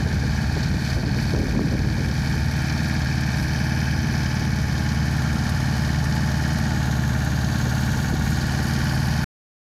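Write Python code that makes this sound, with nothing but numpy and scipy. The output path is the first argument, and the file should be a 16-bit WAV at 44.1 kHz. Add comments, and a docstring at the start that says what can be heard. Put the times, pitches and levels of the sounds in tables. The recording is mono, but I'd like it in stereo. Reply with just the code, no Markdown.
"""First you hear the deep throb of a small four-cylinder diesel tractor, with wind blustering over it.
It mows grass beside a barn wall, some metres from a pair of microphones. Exhaust, fan and rotor are tones in
step with the engine; thud, knock, rattle and hiss are noise in bursts at the firings, and metal parts ring.
Gusts are noise that differs at the two microphones. Loud moments are turned down, then the sound is cut off."""
import sys
import numpy as np
from scipy import signal
from scipy.fft import rfft, irfft, next_fast_len
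from scipy.io import wavfile
from scipy.ndimage import uniform_filter1d, map_coordinates

SR = 44100
rng = np.random.default_rng(int(sys.argv[2]) if len(sys.argv) > 2 else 0)


def transcribe(u):
    """Save the signal u as a 16-bit wav file named by the first command-line argument.

    u: samples, shape (n,) or (channels, n), limited to [-1, 1]; the rate is SR.
    q: integer samples, one column per channel.
    """
    v = np.clip(np.atleast_2d(u).T, -1, 1)
    q = np.round(v * 32767).astype(np.int16)
    wavfile.write(sys.argv[1], SR, q)


N = 426447  # length in samples


def gain_of(db):
    """Turns dB into a factor for the sound pressure."""
    return 10 ** (np.asarray(db) / 20)


def sides(db, pan_db):
    """Gains of left and right that differ by pan_db around a middle of db."""
    return gain_of(db + np.array([[.5], [-.5]]) * pan_db)


def evened(x):
    """Scales a sound to an rms of 1."""
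    return x / np.sqrt(np.mean(x ** 2) + 1e-20)


def read(points, hz):
    """Reads a spectrum table between its points, on a log-frequency axis."""
    f, value = np.transpose(points)
    return np.interp(np.log(hz + 1), np.log(f + 1), value)


def curve(rows, column):
    """One column of a table in time, at every sample."""
    return np.interp(np.arange(N) / SR, np.array(rows)[:, 0], np.array(rows)[:, column])


def shaped(x, gain):
    """Filters a sound by a gain that is a function of Hz."""
    size = next_fast_len(N)
    return irfft(rfft(x, size) * gain(np.fft.rfftfreq(size, 1 / SR)), size)[..., :N]


def coloured(x, colour):
    """Gives noise the colour of a spectrum table and an rms of 1."""
    return evened(shaped(x, lambda f: gain_of(read(colour, f))))


def wander(hz):
    """Slow chance drift of rms 1, up to about hz."""
    steps = N // 200 + 2
    step_hz = np.fft.rfftfreq(steps, 200 / SR)
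    slow = irfft(rfft(rng.standard_normal(steps)) * np.exp(-(step_hz / hz) ** 2), steps)
    return np.interp(np.arange(N), np.linspace(0, N, steps), evened(slow))


def tractor():
    """All parts of the machine share one engine turn; they reach the microphones together."""
    turns = engine_turns()
    tonal = exhaust_and_shake(turns) + rotor_and_fan(turns) + rings(turns)
    noise = rumble() + block(turns) + rattle(turns) + hiss(turns)
    return turning(ports(tonal + noise[0], noise[1]))


# engine speed: (t/s, four-stroke cycles per s)
SPEED = [(0.0, 18.22), (0.4, 18.28), (0.6, 18.52), (1.8, 18.57), (2.0, 18.79), (2.4, 18.84), (3.0, 18.66),
         (3.2, 18.26), (3.6, 18.65), (4.2, 18.55), (4.6, 18.14), (5.0, 18.15), (5.4, 18.37), (6.0, 18.12),
         (6.6, 18.65), (7.2, 17.67), (8.2, 18.2), (8.8, 18.81), (9.25, 18.4)]
FIRST_TURN = -.1  # cycles from the joint pressure dip of the tones at the start


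def engine_turns():
    """Adds up the speed to count engine cycles; one cycle holds four firings."""
    return FIRST_TURN + 1 + np.cumsum(curve(SPEED, 1)) / SR  # the 1 keeps the count above zero


# brightness of the machine, rising overall as it draws nearer: (t/s, level/dB before a layer's own factor)
BRIGHTNESS = [(0.0, -2), (0.7, -3), (0.95, 1.5), (1.06, -8), (1.2, -0.5), (1.7, -4), (2.2, -1.5),
              (2.84, -2), (3.25, -4), (3.43, 1.5), (3.55, -2.5), (4.6, -1.5), (5.6, 2), (7.4, 2),
              (8.0, 6.5), (8.17, 1.5), (8.3, 9.5), (8.36, 5.5), (9.2, 4.5)]


def follow(base_db, db_per_db):
    """Gain of a layer: a base level plus its own share of the brightness."""
    return gain_of(base_db + db_per_db * curve(BRIGHTNESS, 1))


def tones(turns, orders, waver_db):
    """Multiples of one shaft, all in step, so that they join in one dip of pressure a turn."""
    out = np.zeros(N)
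    for multiple, db in orders:
        gain = np.sqrt(2) * gain_of(db + waver_db * wander(3.1))
        out -= gain * np.cos(2 * np.pi * multiple * turns)
    return out


# exhaust throb: (multiple of the cycle rate, level/dB before the layer gain)
EXHAUST = [(4, -25.5), (5, -30), (7, -24.5), (9, -34), (10, -39.5), (11, -34), (12, -34.5), (13, -35.5),
           (15, -42), (16, -44.5), (17, -46), (19, -53), (21, -55), (27, -58), (28, -60)]
# shake of the block, pushing when the exhaust dips: (multiple of the cycle rate, level/dB before the layer gain)
SHAKE = [(3, -39), (6, -47), (8, -36.5), (14, -51), (18, -53), (25, -60)]


def exhaust_and_shake(turns):
    """Exhaust pulses and the opposite push of the shaking block, as tones locked to the engine cycle."""
    return follow(-2.25, -.05) * (tones(turns, EXHAUST, 0.88) - tones(turns, SHAKE, 1.5))


ROTOR_RATIO, FAN_RATIO = 2.1, 11.87  # mower rotor turns and fan blade passes per engine cycle
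# mower rotor: (multiple of rotor speed, level/dB)
ROTOR = [(4, -31), (5, -42), (8, -44.5), (12, -60)]
# cooling fan: (multiple of blade rate, level/dB)
FAN = [(1, -40.5), (2, -56), (3, -57), (4, -52.5)]


def rotor_and_fan(turns):
    """Spinning rotor and passing fan blades hum at fixed ratios to the engine."""
    return tones(ROTOR_RATIO * turns, ROTOR, 2.0) + tones(FAN_RATIO * turns, FAN, 1.8)


def clatter(turns, colour, firings_db, repeat, depth, ring, uneven_db):
    """Noise bursts at each firing; a share repeats from cycle to cycle, as the same parts strike alike.

    repeat: repeating share of the power; depth: share in bursts; ring: fade time in firings.
    """
    firing = 4 * turns
    index = np.floor(firing).astype(int)
    strength = gain_of(np.array(firings_db)[index % 4] + uneven_db * rng.standard_normal(1000)[index])
    burst = 1 - depth + depth * uniform_filter1d(strength * np.exp(-(firing % 1) / ring), 40)
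    # eight noise patterns, each one cycle long in 2400 steps
    patterns = irfft(np.exp(2j * np.pi * rng.random((8, 2, 1201)))) * np.sqrt(2400)
    age = np.arange(N) / SR / 1.8  # a new pattern every 1.8 s, as the tractor moves on
    now = age.astype(int)
    blend = np.pi / 2 * (age % 1)
    angle = (turns % 1 * 2400).astype(int)
    same = np.cos(blend) * patterns[now, :, angle].T + np.sin(blend) * patterns[now + 1, :, angle].T
    fresh = rng.standard_normal((2, N))
    return coloured(burst * (np.sqrt(repeat) * same + np.sqrt(1 - repeat) * fresh), colour)


# oil pan and covers: (f/Hz, relative level/dB per Hz)
THUD = [(330, -15), (500, -17.5), (540, -13), (633, -2), (684, -10), (730, -1.5), (860, -2), (960, -9),
        (1130, -7.5), (1280, -11), (1500, -21), (2500, -100)]
# engine block: (f/Hz, relative level/dB per Hz)
KNOCK = [(700, -100), (1200, -25.5), (1330, -14), (1420, -6.5), (1560, -2.5), (1760, 0), (1900, -4.5),
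         (2040, -14.5), (2240, -3.5), (2450, -4.5), (2600, -4.5), (2750, -15), (3300, -52.5), (5000, -110)]
# strength of the four firings: (level/dB for each)
THUD_FIRINGS = [-1, 2.5, 0, 0]
KNOCK_FIRINGS = [1, -1.5, -2.5, 3]


def block(turns):
    """Each firing jolts the oil pan and covers into a dull thud and the block into a knock."""
    thud = clatter(turns + .015, THUD, THUD_FIRINGS, repeat=.55, depth=.35, ring=0.46, uneven_db=1.1)
    knock = clatter(turns + .01, KNOCK, KNOCK_FIRINGS, repeat=.6, depth=.55, ring=0.81, uneven_db=1.0)
    return follow(-33, 0.25) * (gain_of(-6.0) * thud + knock)


# valves, injectors, panels: (f/Hz, relative level/dB per Hz)
RATTLE = [(1620, -35.5), (2750, -11.5), (3120, 1.5), (3460, -4), (3640, -3), (4060, -0.5), (4460, 1),
          (5450, -0.5), (6130, -2), (7500, -13), (9750, -35.5), (16500, -120)]


def rattle(turns):
    """Valves, injectors and panels clatter at each firing."""
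    firings_db = [2, -1.5, 1.5, -1]
    noise = clatter(turns + .03, RATTLE, firings_db, repeat=.4, depth=.65, ring=0.67, uneven_db=1.66)
    return follow(-35.5, 0.38) * noise


# flails cutting air and grass: (f/Hz, relative level/dB per Hz)
HISS = [(4410, -27.5), (7500, 0), (8750, -4), (10400, 0), (12000, -1.5), (13400, -4), (15500, -15.5)]


def hiss(turns):
    """Flails cut air and grass with a high hiss that swells at each firing."""
    firings_db = [-3, -1, 3.5, 0]
    noise = clatter(turns + 0.028, HISS, firings_db, repeat=.1, depth=.5, ring=1.0, uneven_db=2.2)
    return follow(-45.5, 0.87) * noise


RING_UNEVEN_DB, RING_WAVER_DB, RING_JITTER_S = 1.5, 2.5, .00003
REBOUND_S, REBOUND_DB = .0135, -5  # a lighter blow follows about one firing later
# metal parts struck once a cycle, each heard best while its side faces the microphones:
# (f/Hz, width/Hz, level/dB at its loudest, place in the cycle 0-1, loudest at t/s, span/s)
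RINGS = [(638, 18, -54, .2, 5.8, 6.6), (857, 14, -53, .45, 5.5, 5), (1136, 20, -59, .2, 11, 5.7),
         (1381.5, 20, -50.5, .05, 6.3, 5), (1440, 20, -42, 0.8, 8.8, 1.7), (1550, 12, -49.5, .8, 2, 6),
         (1651, 27, -43, .74, 5.5, 7.6), (1735, 20, -49, .78, 4.4, 6.6), (1876, 18, -49, 0.06, 6.8, 3),
         (2235, 36, -52.5, .5, 3.7, 3.3), (3140, 90, -54, 0.95, 6.6, 3.5), (3750, 60, -58.5, .5, 9.8, 1.5),
         (4430, 110, -46, 0.4, 1, 1.8), (4590, 130, -41.5, 0.4, 8.6, 1.3), (5300, 60, -50, 0.89, 3.5, 1.7),
         (5620, 80, -52.5, 0, 9.3, 2.2), (5950, 70, -48, 0.7, 4.4, 1.1), (6450, 80, -51, 1, 8.7, 1)]


def rings(turns):
    """A blow and a rebound each cycle on every part, a little uneven, left to ring at the part's own pitch."""
    t, out = np.arange(N) / SR, np.zeros(N)
    for hz, width, db, place, loudest_s, span_s in RINGS:
        at = np.flatnonzero(np.diff(np.floor(turns - place)))
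        size, late = rng.standard_normal((2, 400))[:, :len(at)]
        struck = np.clip(at + np.round(RING_JITTER_S * SR * late).astype(int), 0, N - 1)
        blows = np.zeros(N)
        blows[struck] = gain_of(RING_UNEVEN_DB * size)
        blows += gain_of(REBOUND_DB) * np.roll(blows, round(REBOUND_S * SR))
        ring = signal.lfilter([1], [1, -np.exp((2j * hz - width) * np.pi / SR)], blows).imag
        facing = np.exp(-.5 * ((t - loudest_s) / span_s) ** 2)
        out += facing * gain_of(db + RING_WAVER_DB * wander(1.0)) * evened(ring)
    return out


# low rumble of the machine: (f/Hz, relative level/dB per Hz)
RUMBLE = [(25, -33), (55, -15.5), (110, -3), (200, -1), (330, -6.5), (500, -13), (800, -38), (1500, -110)]


def rumble():
    """Steady low noise under the throb."""
    return gain_of(-39) * coloured(rng.standard_normal((2, N)), RUMBLE)


# the body around the microphones shades them: (f/Hz, left minus right level/dB)
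SHADE = [(60, -0.5), (400, -0.5), (900, 2), (1300, 0.5), (1650, 6), (2050, -2), (2500, 4.5), (3100, -10),
         (3550, -8), (3850, -1), (4200, -1), (5000, -2), (6000, -17), (6700, -9), (7300, -1.5),
         (8800, -9.5), (9200, 5.5), (10600, -1), (12000, -1.5), (13000, 0)]
# head start of the left microphone: (f/Hz, lead/radians before the added delay)
LEAD = [(60, 0), (250, .15), (450, 0), (750, .15), (1200, -.2), (1400, .2), (1900, -1), (2100, -.5),
        (2400, -.8), (2750, -3.1), (3000, -7), (3350, -9.3), (3700, -11.9), (3900, -10.2), (4500, -12.3),
        (4900, -12.4), (5300, -13.5), (5900, -13.5), (6500, -15.7), (7400, -16.4), (8200, -16),
        (9000, -18.9)]
# how alike the two microphones hear: (f/Hz, likeness 0-1)
LIKENESS = [(100, .99), (900, .98), (1250, .92), (1600, .98), (2050, .85), (2500, .92), (3500, .72),
            (4500, .85), (5500, .82), (6500, .6), (7100, .72), (8500, .35), (15000, .35)]


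def ports(direct, diffuse):
    """Left and right: the direct sound with shading and lead, and a share thrown back by wall and ground."""
    size = next_fast_len(N)
    hz = np.fft.rfftfreq(size, 1 / SR)
    like = read(LIKENESS, hz)
    lean = np.tanh(read(SHADE, hz) * np.log(10) / 40)  # splits the dB difference between the sides
    a, b = rfft([direct, diffuse], size)
    left = (1 + lean) * np.exp(1j * read(LEAD, hz)) * a
    right = (1 - lean) * (like * a + np.sqrt(1 - like ** 2) * b)
    return irfft([left, right], size)[:, :N]


# the microphone pair turns: (t/s, added delay of the left/microseconds, share of the colour heard from aside)
AIM = [(0, 26, 0.4), (.8, 27, 0.019), (1.2, 17, 0.11), (3.2, 22, 0.18), (3.7, 4.7, 0.24), (4.8, 21, 0.58),
       (5.6, 27, 0.65), (6.6, 28, 0.72), (6.9, 67, 0.83), (8.2, 62, 0.85), (8.7, 25, 0.79), (9.3, 18, 0.82)]
# colour heard from aside: (f/Hz, change of level/dB at full share)
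ASIDE = [(300, 1.5), (700, 2.5), (1100, 3), (1700, -1), (2100, -2), (2400, -8.5), (2750, 3.5), (3200, -1),
         (4600, -4), (5300, -0.5), (6000, -4), (6700, 3), (7500, -5.5), (9000, -2)]


def turning(ahead):
    """Turning the pair blends in the colour from aside and shifts the left microphone in time."""
    share = np.clip(curve(AIM, 2), 0, 1)
    left, right = (1 - share) * ahead + share * shaped(ahead, lambda f: gain_of(read(ASIDE, f)))
    late = np.arange(N) - curve(AIM, 1) * SR / 1e6
    return np.array([map_coordinates(left, [late], order=5, mode="nearest"), right])


GUST_RISE_S, GUST_FALL_S = 0.036, 0.078
FLAP_RISE_S, FLAP_FALL_S = 0.0058, 0.0071
CALM_DB, CALM_PAN_DB = -36.5, -1  # light breeze between gusts; left minus right
FLUTTER_IN_GUST_DB = -17.5  # steady flutter that rides on every gust
# gusts: (t/s, length/s, buffeting level/dB, left minus right level/dB)
WIND = [(0.0, 0.23, -23.5, -11.5), (.38, 0.2, -28.5, -18), (.68, 0.076, -19.5, -7), (.92, 0.37, -23, -12),
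        (1.33, 0.12, -17, -2), (1.53, 0.57, -19, 5.5), (2.25, 0.24, -22.5, -4.5), (2.95, 0.16, -31.5, 2),
        (3.42, 0.045, -27.5, -7), (3.95, 0.13, -24, 6), (4.4, 0.27, -25, 3.5), (5.3, 0.25, -25, 0.5),
        (7.45, 0.37, -33, 2), (7.92, 0.55, -26.5, -11), (8.55, 0.26, -27.5, -2), (8.9, 0.3, -34, -4.5)]
# low colour of the buffeting: (f/Hz, relative level/dB per Hz)
BUFFET = [(20, -32.5), (33, -14), (48, 9.5), (110, 3.5), (200, -2.5), (300, -24.5), (450, -31), (900, -110)]
# bright flaps at the edge of the gusts: (t/s, length/s, level/dB, left minus right level/dB)
FLUTTER = [(0.0, 0.021, -34.5, -3), (.06, .12, -29.5, 6), (.235, 0.032, -33.5, -13), (.56, 0.02, -27, -9),
           (.742, 0.0046, -27, -11), (.965, 0.038, -26.5, -8), (1.04, 0.043, -25, 6),
           (1.11, 0.074, -28, -6), (1.18, .035, -50, -11), (1.27, .015, -40, -7),
           (1.34, 0.039, -20.5, 12.5), (1.37, .07, -23, -6.5), (1.43, 0.07, -25.5, 12),
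           (1.54, 0.081, -26, 16), (1.615, 0.056, -23, 8), (1.72, 0.034, -24.5, 18),
           (1.79, 0.13, -31.5, 12), (1.975, 0.046, -25.5, 11), (2.065, 0.051, -32, 11),
           (2.335, 0.037, -31, 0), (2.595, .01, -41.5, -5), (3.965, 0.011, -36, -4), (4.415, .012, -32, 4),
           (4.465, .012, -44, 1), (5.32, 0.061, -43, 13.5), (5.52, 0.028, -31, 7), (7.65, 0.03, -28, 3),
           (7.935, 0.069, -38, 12), (8.125, 0.021, -28, -13), (8.19, 0.026, -31.5, 13),
           (8.305, 0.023, -35.5, -3.5), (8.6, 0.0086, -34.5, -10), (8.78, .015, -36, 10)]
# colour of the flutter: (f/Hz, relative level/dB per Hz)
FLAP = [(60, -60), (100, -22.5), (200, 1), (280, -0.5), (560, -12), (900, -26), (1300, -36.5), (2000, -72),
        (4000, -130)]


def wind():
    """Low buffeting over a light breeze, a brighter flutter in sudden flaps, and single slaps."""
    calm = sides(CALM_DB, CALM_PAN_DB) ** 2
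    gust = swells(WIND, GUST_RISE_S, GUST_FALL_S)
    flaps = swells(FLUTTER, FLAP_RISE_S, FLAP_FALL_S) + gain_of(FLUTTER_IN_GUST_DB) ** 2 * gust
    return gusts(calm + gust, BUFFET, 2.8, 16.7) + gusts(flaps, FLAP, 1.7, 45) + pops()


def swells(rows, rise_s, fall_s):
    """Power on both sides of events that rise up to their start, hold for their length and die away."""
    t, power = np.arange(N) / SR, np.zeros((2, N))
    for s, length, db, pan_db in rows:
        near = slice(max(round((s - 6 * rise_s) * SR), 0), round((s + length + 6 * fall_s) * SR))
        edge = np.minimum(np.minimum((t[near] - s) / rise_s, (s + length - t[near]) / fall_s), 0)
        power[:, near] += (sides(db, pan_db) * np.exp(edge)) ** 2
    return power


def gusts(power, colour, lumps_db, lumps_hz):
    """Turbulent air as lumpy noise, unrelated at the two microphones."""
    lumps = gain_of([lumps_db * wander(lumps_hz) for side in "LR"])
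    return np.sqrt(power) * coloured(lumps * rng.standard_normal((2, N)), colour)


POP_RISE_S, POP_FALL_S = .0012, 0.0029
# sharp slaps of air, mostly on one microphone: (t/s, peak level/dB, left minus right level/dB)
POPS = [(.065, -27, 15), (.255, -31, -10), (.515, -27, -12.5), (.565, -14.5, -9), (.738, -33.5, -14),
        (.965, -26, -12), (0.988, -31, -12), (1.032, -20, -12), (1.065, -30, 10), (1.18, -29, -17),
        (1.28, -35, -10), (1.347, -19, 16), (1.365, -25.5, -2), (1.485, -25, 15), (1.550, -27.5, 23),
        (1.591, -19, 22.5), (1.730, -21, 11), (1.775, -26.5, -12), (1.885, -31, 10), (1.979, -25, 12),
        (2.09, -31, 11), (4.418, -33, 3), (8.198, -28, 12)]


def pops():
    """Each slap of air is a short puff of noise between about 130 and 850 Hz."""
    out, t = np.zeros((2, N)), np.arange(1300) / SR
    shape = (1 - np.exp(-t / POP_RISE_S)) * np.exp(-t / POP_FALL_S)
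    band = signal.butter(3, [130, 850], "band", fs=SR, output="sos")
    for s, db, pan_db in POPS:
        puff = shape * signal.sosfilt(band, rng.standard_normal((2, len(t))))
        puff = puff / abs(puff).max(1, keepdims=True) * sides(db, pan_db)
        start = round(s * SR)
        out[:, start:start + len(t)] += puff
    return out


def scene():
    """The tractor with the wind over it."""
    return tractor() + wind()


STOP_S, EDGE_HZ = 9.2443, 15700  # when the sound is cut off; upper limit of the treble


def record(dry):
    """Gain control turns loud moments down; then bass cut, overload, the sudden stop and the band limit."""
    power_db = 10 * np.log10(abs(uniform_filter1d((dry ** 2).mean(0), 1500)) + 1e-12)
    fall = np.arange(N) * 42.0 / SR  # the tracked level falls back by 42 dB a second
    tracked_db = np.maximum.accumulate(power_db + fall) - fall
    over_db = np.maximum(tracked_db + 20.5, 0)  # excess above -20.5 dB
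    out = dry / gain_of(0.52 * uniform_filter1d(over_db, 400))
    out = shaped(out, lambda f: 1j * f / (1j * f + 25.0) * f ** 2 / (f ** 2 + 22.4 ** 2))  # bass cut
    out = .75 * np.tanh(out / .75)  # soft overload on peaks
    out = out * np.clip((STOP_S - np.arange(N) / SR) / 0.001, 0, 1)
    low_pass = signal.firwin(1023, EDGE_HZ, window=("kaiser", 9), fs=SR)
    return signal.oaconvolve(out, low_pass[None], "same")


dry = scene()
out = record(dry)
transcribe(out)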